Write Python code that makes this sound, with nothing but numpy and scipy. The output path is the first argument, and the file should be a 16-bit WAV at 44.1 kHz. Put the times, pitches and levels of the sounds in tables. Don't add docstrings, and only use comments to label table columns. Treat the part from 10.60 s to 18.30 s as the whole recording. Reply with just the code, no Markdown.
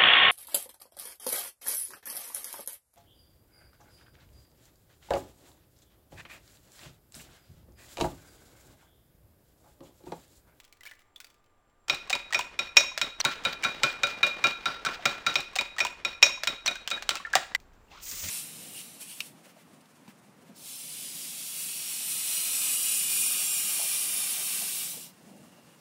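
import sys
import numpy as np
from scipy import signal
from scipy.fft import rfft, irfft, next_fast_len
from scipy.io import wavfile

SR = 44100
rng = np.random.default_rng(int(sys.argv[2]) if len(sys.argv) > 2 else 0)


def put_to_file(sound):
    columns = np.atleast_2d(sound).T
    safe = np.clip(columns, -1, 1)
    whole_steps = np.round(safe * 32767)
    wavfile.write(sys.argv[1], SR, whole_steps.astype(np.int16))


def ratio(d):
    e = np.asarray(d, float) / 20
    return 10 ** e


N = 339570

CLOSE_S, WIDE_S, AGAIN_S, SINK_S = 1.2815, 2.615, 4.7398, 6.964
# (time [s], crack level [dB],
# ring level near 2.4 kHz [dB], near 3.8 kHz [dB], near 5.5 kHz [dB])
BLOWS = [(2.65, -8.5, -29, -24.5, -37), (2.851, -14, -27.5, -26.5, -39.5), (3.047, -20, -27, -30.5, -33.5),
         (3.234, -7, -23.5, -26.5, -31), (3.434, -14.5, -24, -29, -28), (3.63, -17.5, -19, -22.5, -29),
         (3.84, -12.5, -20.5, -27, -27), (4.057, -18.5, -30.5, -29.5, -30.5),
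         (4.262, -16.5, -31.5, -35.5, -36.5), (4.455, -6.5, -26, -31.5, -29),
         (4.665, -13, -29.5, -25.5, -28.5), (4.756, -8.5, -25.5, -26, -33), (4.987, -14, -29, -29, -48.5),
         (5.204, -12.5, -22, -32, -30.5), (5.449, -14.5, -30, -28.5, -32.5),
         (5.628, -7.5, -15.5, -17.5, -11.5), (5.873, -9.5, -33, -26, -36.5), (6.078, -13, -28, -27, -57),
         (6.313, -17, -34, -33, -64.5), (6.507, -17, -34.5, -36, -58), (6.754, -4, -42, -32, -60)]
# (frequency [Hz], level [dB per Hz])
CRACK_SPECTRUM = [(120, -18.5), (200, -10.5), (1360, 3), (3070, 6), (5160, 1.5), (7600, -1.5),
                  (11400, -26.5), (15000, -11.5), (16500, -42)]


def at_hz(points, hz):
    return np.interp(np.log(hz), np.log(np.array(points)[:, 0]), np.array(points)[:, 1])


def in_time(rows):
    s, *columns = np.transpose(rows)
    return [np.interp(np.arange(N) / SR, s, column) for column in columns]


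def coloured(x, spectrum):
    size = next_fast_len(len(x))
    gain = ratio(at_hz(spectrum, np.maximum(np.fft.rfftfreq(size, 1 / SR), 5)))
    gain = gain / np.sqrt(np.mean(gain ** 2))
    return irfft(rfft(x, size) * gain, size)[:len(x)]


def band(x, low_hz, high_hz):
    sos = signal.butter(2, [low_hz, high_hz], "band", fs=SR, output="sos")
    y = signal.sosfilt(sos, x)
    return y / np.std(y)


def high_pass(x, hz):
    return signal.sosfilt(signal.butter(4, hz, "high", fs=SR, output="sos"), x)


def ring(clicks, hz, t60):
    r, w = ratio(-60 / (t60 * SR)), 2 * np.pi * hz / SR
    return signal.lfilter([0, np.sin(w)], [1, -2 * r * np.cos(w), r * r], clicks + 1e-18)


def hums(modes):
    out = 0
    for hz, width_hz, level_db in modes:
        t60 = np.log(1000) / (np.pi * width_hz)
        tone = ring(ring(rng.standard_normal(N), hz, t60), hz, t60)
        out = out + ratio(level_db) * tone / tone.std()
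    return out


def lumps(rate_hz, depth_db):
    step = 100
    slow = rng.standard_normal(N // step + 2)
    slow = signal.lfilter([1], [1, -np.exp(-2 * np.pi * rate_hz * step / SR)], slow)
    wander = np.interp(np.arange(N) / step, np.arange(len(slow)), slow / slow.std())
    return ratio(depth_db * wander)


def ticks(rows, spectrum, t60, hiss_db, cycles):
    size = 6000
    out, t = np.zeros(N + size), np.arange(size) / SR
    grain = ratio(2.9 * rng.standard_normal((len(rows), size // 40))).repeat(40, axis=1)
    noises = rng.standard_normal((len(rows), size)) * grain
    noises[:, 4] = ratio(14)
    shape = ratio(-60 * t / t60) + ratio(2 - 60 * t / 0.0015)
    for (s, level_db, hz, plop_db), noise in zip(rows, noises):
        burst = coloured(noise, spectrum) * ratio(level_db + hiss_db) * shape
        plop_fade = ratio(plop_db - 60 * t * np.sqrt(1000 * hz) / cycles)
        plop = np.sin(2 * np.pi * hz * t * (1 + 1.1 * t)) * plop_fade * np.clip(t / 0.0018, 0, 1)
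        flutter = band(noise, 60, 440)
        at = round(s * SR)
        out[at:at + size] += burst + plop * (1 + 0.4 * flutter)
    return high_pass(out[:N], 520)


def followers(leads, latest_s, below_db, spread_db, low_hz, high_hz, plop_below_db):
    s, db = np.repeat(leads, 2, axis=0).T
    draw = rng.random((len(s), 4))
    times = s + 0.0045 + latest_s * draw[:, 0]
    hisses_db = db - below_db + spread_db * (2 * draw[:, 1] - 1)
    pitches = low_hz * (high_hz / low_hz) ** draw[:, 2]
    plops_db = db - below_db - plop_below_db + spread_db * (2 * draw[:, 3] - 1)
    return list(zip(times, hisses_db, pitches, plops_db))


def kitchen(x, wet_db):
    # (frequency [Hz], t60 [s])
    room_decay = [(100, 0.25), (700, 0.36), (2000, 0.49), (5000, 0.39), (13000, 0.36)]
    t, edges = np.arange(SR // 2) / SR, 70 * 2 ** np.arange(0, 8.6, .5)
    tail = 0
    for low, high in zip(edges, np.minimum(edges[1:], 19000)):
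        decay = ratio(-60 * t / at_hz(room_decay, np.sqrt(low * high)))
        tail = tail + band(rng.standard_normal(len(t)), low, high) * np.sqrt(high - low) * decay
    tail = tail * np.clip((t - .002) / 0.004, 0, 1)
    tail = tail / np.sqrt(np.sum(tail ** 2))
    return x + ratio(wet_db) * signal.fftconvolve(x, tail)[:N]


def eggshell():
    # (time [s], hiss level [dB], plop starting pitch [Hz], plop level [dB])
    shell_cracks = [(0.0014, -33.5, 3410, -52), (0.049, -38, 3270, -58), (0.126, -35, 2270, -50),
                    (0.2084, -38, 1970, -43), (0.234, -34, 3040, -46), (0.2537, -32, 1700, -41),
                    (0.2628, -34, 2190, -37), (0.271, -31, 2310, -37), (0.2834, -56.5, 2900, -43),
                    (0.2894, -52, 1720, -49), (0.3127, -35, 1970, -42), (0.3156, -44, 1750, -40.5),
                    (0.3924, -45.5, 2270, -63), (0.4074, -50, 1230, -60), (0.4194, -50, 2030, -57),
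                    (0.5605, -37.5, 3440, -35.5), (0.603, -26.5, 1460, -49), (0.614, -41, 3460, -52),
                    (0.6452, -34, 4600, -42), (0.7018, -42.5, 3430, -64), (0.7425, -51, 1210, -66),
                    (0.842, -56, 2620, -68), (0.862, -56, 3030, -66), (1.098, -61, 3000, -72)]
    # (frequency [Hz], level [dB per Hz])
    shell_spectrum = [(290, -58), (500, -26), (1070, -17), (2320, -6.5), (3350, -8.5), (11600, -18.5),
                      (15100, -19.5), (16500, -15)]
    crackle = followers(np.array(shell_cracks)[:, :2], latest_s=0.046, below_db=13.4, spread_db=4,
                        low_hz=1300, high_hz=4500, plop_below_db=21)
    return ticks(shell_cracks + crackle, shell_spectrum, t60=0.041, hiss_db=-15.5, cycles=54.0)


def quiet_room():
    # (frequency [Hz], level [dB per Hz])
    quiet_spectrum = [(15, -0.5), (30, -2), (63, -15), (96, -9), (150, -21), (300, -16), (850, -18.5),
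                      (1400, -21.5), (2200, -28), (5000, -39.5), (16500, -45)]
    tone = np.sin(2 * np.pi * 1195 * np.arange(N) / SR)
    return ratio(-67) * coloured(rng.standard_normal(N), quiet_spectrum) + ratio(-75) * tone


def whines():
    # (frequency [Hz], resonance width [Hz], level [dB])
    whine_modes = [(7400, 90, -86)]
    return hums(whine_modes)


def stirred_egg():
    # (frequency [Hz], level [dB per Hz])
    froth_spectrum = [(300, -7), (1500, 12), (4000, 12), (8000, -6.5), (11500, -26), (15000, -7),
                      (16500, -26)]
    wide = np.arange(N) < AGAIN_S * SR
    slosh_db, froth_db = np.where(wide, -44.0, -51.0), np.where(wide, -47.5, -57.0)
    blow_db = np.array(BLOWS)[:, 1]
    strokes = np.zeros(N)
    strokes[[round(row[0] * SR) for row in BLOWS]] = ratio(0.18 * (blow_db - blow_db.mean()))
    t = np.arange(SR // 5) / SR
    swell = signal.fftconvolve(strokes, t / 0.055 * np.exp(1 - (t / 0.04) ** 2))[:N]
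    froth_swell = signal.fftconvolve(strokes, np.exp(-((t - .05) / 0.051) ** 6))[:N]
    slosh = band(rng.standard_normal(N), 130, 2200) * lumps(25, depth_db=3.5)
    sizes = ratio(2.6 * np.minimum(rng.exponential(1, N), 4)) * rng.choice([-1, 1], N)
    born = rng.random(N) < 400 / SR
    dealt = rng.integers(0, 8, N)
    bubbles = 0
    for k, hz in enumerate(np.geomspace(500, 4000, 8)):
        bubbles = bubbles + ring(sizes * born * (dealt == k), hz, 26.0 / hz)
    fine = sizes * (rng.random(N) < 9000 / SR)
    froth = coloured(fine / fine.std(), froth_spectrum) * lumps(30, depth_db=4.0)
    wet = ratio(slosh_db) * (slosh + ratio(-10.5) * bubbles) * (0.52 + 1.6 * swell)
    return wet + ratio(froth_db) * froth * (.35 + 1.2 * froth_swell)


def egg_slaps():
    # (time [s], hiss level [dB], plop starting pitch [Hz], plop level [dB])
    slap_rows = [(2.643, -31, 900, -26), (2.838, -36, 1250, -45), (2.845, -34.5, 1300, -37),
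                 (3.026, -33.5, 3000, -38), (3.034, -27.5, 2300, -17.5), (3.039, -18.5, 1600, -26),
                 (3.218, -50, 830, -33.5), (3.228, -34, 2000, -36), (3.470, -26, 1280, -48),
                 (3.667, -19.5, 585, -26.5), (3.87, -20.5, 5550, -34), (4.25, -17.5, 1530, -20),
                 (4.392, -52, 700, -36), (4.701, -31, 1470, -39), (4.742, -26.5, 925, -47),
                 (4.787, -33, 786, -36), (4.805, -25, 4000, -28), (4.933, -40.5, 1070, -42),
                 (4.956, -21, 2660, -27), (4.961, -15, 744, -24), (5.011, -21.5, 954, -26.5),
                 (5.165, -37.5, 1270, -35), (5.184, -23, 1880, -18.5), (5.192, -22, 910, -37),
                 (5.250, -20, 968, -20), (5.267, -26, 2800, -27), (5.620, -34, 2600, -30.5),
                 (5.627, -6, 2720, -8.5), (5.664, -25, 627, -27.5), (5.693, -33, 1046, -33),
                 (5.774, -55, 1020, -35), (5.835, -15.5, 640, -33), (6.057, -34, 1380, -40),
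                 (6.061, -16, 5760, -13), (6.069, -23.5, 4200, -13.5), (6.112, -33, 697, -37),
                 (6.156, -31, 1530, -29), (6.276, -18.5, 690, -60), (6.304, -22, 2410, -32),
                 (6.376, -39, 1650, -26.5), (6.424, -24.5, 830, -44), (6.492, -11.5, 3160, -18.5),
                 (6.555, -21.5, 1290, -27), (6.57, -27, 2600, -27), (6.600, -44, 1100, -31.5),
                 (6.65, -53.5, 1760, -21.5), (6.67, -48, 1366, -29.5), (6.732, -27.5, 815, -39),
                 (6.735, -28, 1633, -12.5), (6.754, -12, 749, -10), (6.765, -25.5, 1860, -16),
                 (6.949, -15, 1996, -11)]
    leads = [(s, max(db, plop_db)) for s, db, _, plop_db in slap_rows]
    leads += [(s, db - 7.0) for s, db, *_ in BLOWS]
    spatter = followers(leads, latest_s=0.054, below_db=22.7, spread_db=3.6,
                        low_hz=560, high_hz=3100, plop_below_db=5)
    return ticks(slap_rows + spatter, CRACK_SPECTRUM, t60=0.051, hiss_db=-10.5, cycles=45.3)


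def bowl():
    # (frequency [Hz], level [dB], t60 [s], extra level from further off [dB])
    bowl_modes = [(367.9, -17, 0.16, 3), (577, -10, 0.18, 1), (648, -13, .1, -3), (744, -8.5, 0.058, 2),
                  (1104, -10, 0.14, -0.5), (1369, 3, 0.12, -1), (1480, -4.5, 0.14, 0), (1660, -9, 0.041, 6),
                  (2240, -5, 0.12, -4.5), (2410, -11.5, 0.15, 4), (2423, -14, 0.42, 8),
                  (2450.7, 5, 0.083, -11), (2810, -21.5, 0.25, 4), (3052, -9, 0.065, -2),
                  (3590, -10.5, 0.089, 1), (3756, -10, 0.069, -7), (3802, 0, 0.12, -1), (3810, -14, .45, 4),
                  (4200, -8.5, 0.051, 0), (4760, -20, 0.17, 6), (5530, -3, 0.084, -12),
                  (5544, -6, 0.074, -8), (5881, -17, 0.16, 0), (6660, -18, 0.13, -3),
                  (7480, -28.5, .15, -2)]
    family_hz = [600, 1400, 2430, 3800, 5600]
    rows = np.array(BLOWS)
    times, crack_db, rings_db = rows[:, 0], rows[:, 1], rows[:, 2:]
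    wide = times < AGAIN_S
    at = np.round(times * SR).astype(int)
    chance_db = rng.normal(0, 1.8, (len(rows), len(bowl_modes)))
    lowest_db = (crack_db + rings_db[:, 0]) / 2 - 10.0
    low_db = np.where(wide, -24, -36.5) + 0.29 * (crack_db - crack_db.mean())
    families_db = np.column_stack([lowest_db, low_db, rings_db])
    rub = rng.standard_normal(N) * lumps(80, depth_db=3.5)
    rub_fade = ratio(-60 / (.3 * SR))
    out = np.zeros(N)
    for k, (hz, level_db, t60, far_db) in enumerate(bowl_modes):
        share_db = [np.interp(np.log(hz), np.log(family_hz), row) for row in families_db]
        clicks = np.zeros(N)
        clicks[at] = ratio(share_db + chance_db[:, k] + level_db + far_db * wide - 2.5)
        drag = ratio(-32.5) * rub * signal.lfilter([1], [1, -rub_fade], clicks + 1e-18)
        build = 22.0 / hz
        push = ring(clicks, hz, build) * 2 * np.log(1000) / (build * SR)
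        out += ring(push + drag, hz, t60)
        out += ratio(2.0) * ring(push, hz, 0.39 * t60)
    out = high_pass(out, 330)
    thumps = np.zeros(N)
    thumps[at + 200] = ratio(crack_db + np.where(wide, -30.0, -42.0))
    soft = signal.sosfilt(signal.butter(2, [100, 300], "band", fs=SR, output="sos"), thumps)
    for hz, t60 in [(140, 0.092), (230, 0.12)]:
        out += ratio(2.5) * ring(soft, hz, t60)
    cracks = [(s, db, 2250, db + 1.5) for s, db in zip(times, crack_db)]
    return out + ticks(cracks, CRACK_SPECTRUM, t60=.05, hiss_db=-14.5, cycles=6.2)


def rumble():
    return ratio(-62.0) * band(rng.standard_normal(N), 14, 60)


def near_sink():
    # (frequency [Hz], level [dB per Hz])
    sink_air = [(12, -32), (20, 8), (49, 1.5), (131, -11), (1210, -17), (6530, -38.5), (7510, -33),
                (8170, -43), (15200, -44), (16500, -57)]
    return ratio(-58) * coloured(rng.standard_normal(N), sink_air)


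def tap():
    # (time [s], hiss level [dB], plop starting pitch [Hz], plop level [dB])
    splash_rows = [(7.0014, -42, 2384, -55), (7.1344, -48.5, 1560, -62), (7.2824, -58, 2720, -52.5),
                   (7.3158, -61.5, 2700, -42.5), (7.4694, -35, 6940, -39), (7.5143, -20, 6760, -34),
                   (7.6394, -15, 6220, -35), (7.6864, -15.5, 7310, -21)]
    # (time [s], pitch [Hz], level [dB])
    spout_air = [(7.29, 504, -79), (7.32, 781, -56), (7.345, 1010, -52.5), (7.37, 1306, -50),
                 (7.41, 1205, -58), (7.44, 1300, -82)]
    # (time [s], level [dB])
    spray_build = [(7.2, -85.5), (7.31, -73.5), (7.402, -68), (7.436, -42.5), (7.476, -40), (7.7, -37.5)]
    # (frequency [Hz], level [dB per Hz])
    water_spectrum = [(180, -43), (300, 1.5), (513, -3.5), (597, -4), (694, -8.5), (1270, -1), (1720, -3),
                      (2030, 4), (3970, 4), (6670, 2.5), (12200, -14), (15200, 2.5), (16500, -28.5)]
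    # (time [s], level [dB])
    water_surges = [(7.317, -60), (7.476, -70), (7.526, -52), (7.644, -42.5)]
    # (frequency [Hz], resonance width [Hz], relative level [dB])
    steel_modes = [(85, 20, -4), (170, 50, -7), (260, 80, -12), (600, 40, -14), (1850, 50, -14),
                   (2040, 60, -12)]
    t = np.arange(N) / SR
    splashes = ticks(splash_rows, water_spectrum, t60=0.18, hiss_db=-23.0, cycles=41.0)

    since_open = t - 7.305
    gurgle_db = -58 + np.where(since_open > 0, 34.5, 2000) * since_open
    gurgle = band(coloured(rng.standard_normal(N), water_spectrum), 370, 4260) * lumps(26.8, depth_db=2.5)

    spout_hz, spout_db = in_time(spout_air)
    blur = band(rng.standard_normal(N), 27, 220)
    spout = np.sin(2 * np.pi * np.cumsum(spout_hz) / SR) * blur

    spray_db, = in_time(spray_build)
    spray = band(coloured(rng.standard_normal(N), water_spectrum), 5800, 18000)
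    spray = band(spray, 5000, 17700) * lumps(14, depth_db=1.5)

    surges_db = [db + np.where(t < s, 602, -145.5) * (t - s) for s, db in water_surges]
    steel = ratio(np.max(surges_db, axis=0)) * hums(steel_modes)
    return splashes + ratio(gurgle_db) * gurgle + ratio(spout_db) * spout + ratio(spray_db) * spray + steel


def scene():
    t = np.arange(N) / SR
    opening = kitchen(eggshell(), wet_db=-13.0) + quiet_room() + whines()
    beating = stirred_egg() + kitchen(egg_slaps() + bowl(), wet_db=-14.0) + rumble()
    beating = beating * np.clip((SINK_S - t) / 0.004, 0, 1)
    close = np.roll(beating, round((CLOSE_S - AGAIN_S) * SR))
    sink = near_sink() + whines() + tap()
    return np.select([t < CLOSE_S, t < WIDE_S, t < SINK_S], [opening, close, beating], sink)[None]


def band_limit(x):
    return signal.sosfilt(signal.butter(12, 16870, fs=SR, output="sos"), x)


def record(dry):
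    mix = np.clip(dry, -1, 1)
    return band_limit(mix)


dry = scene()
out = record(dry)
put_to_file(out)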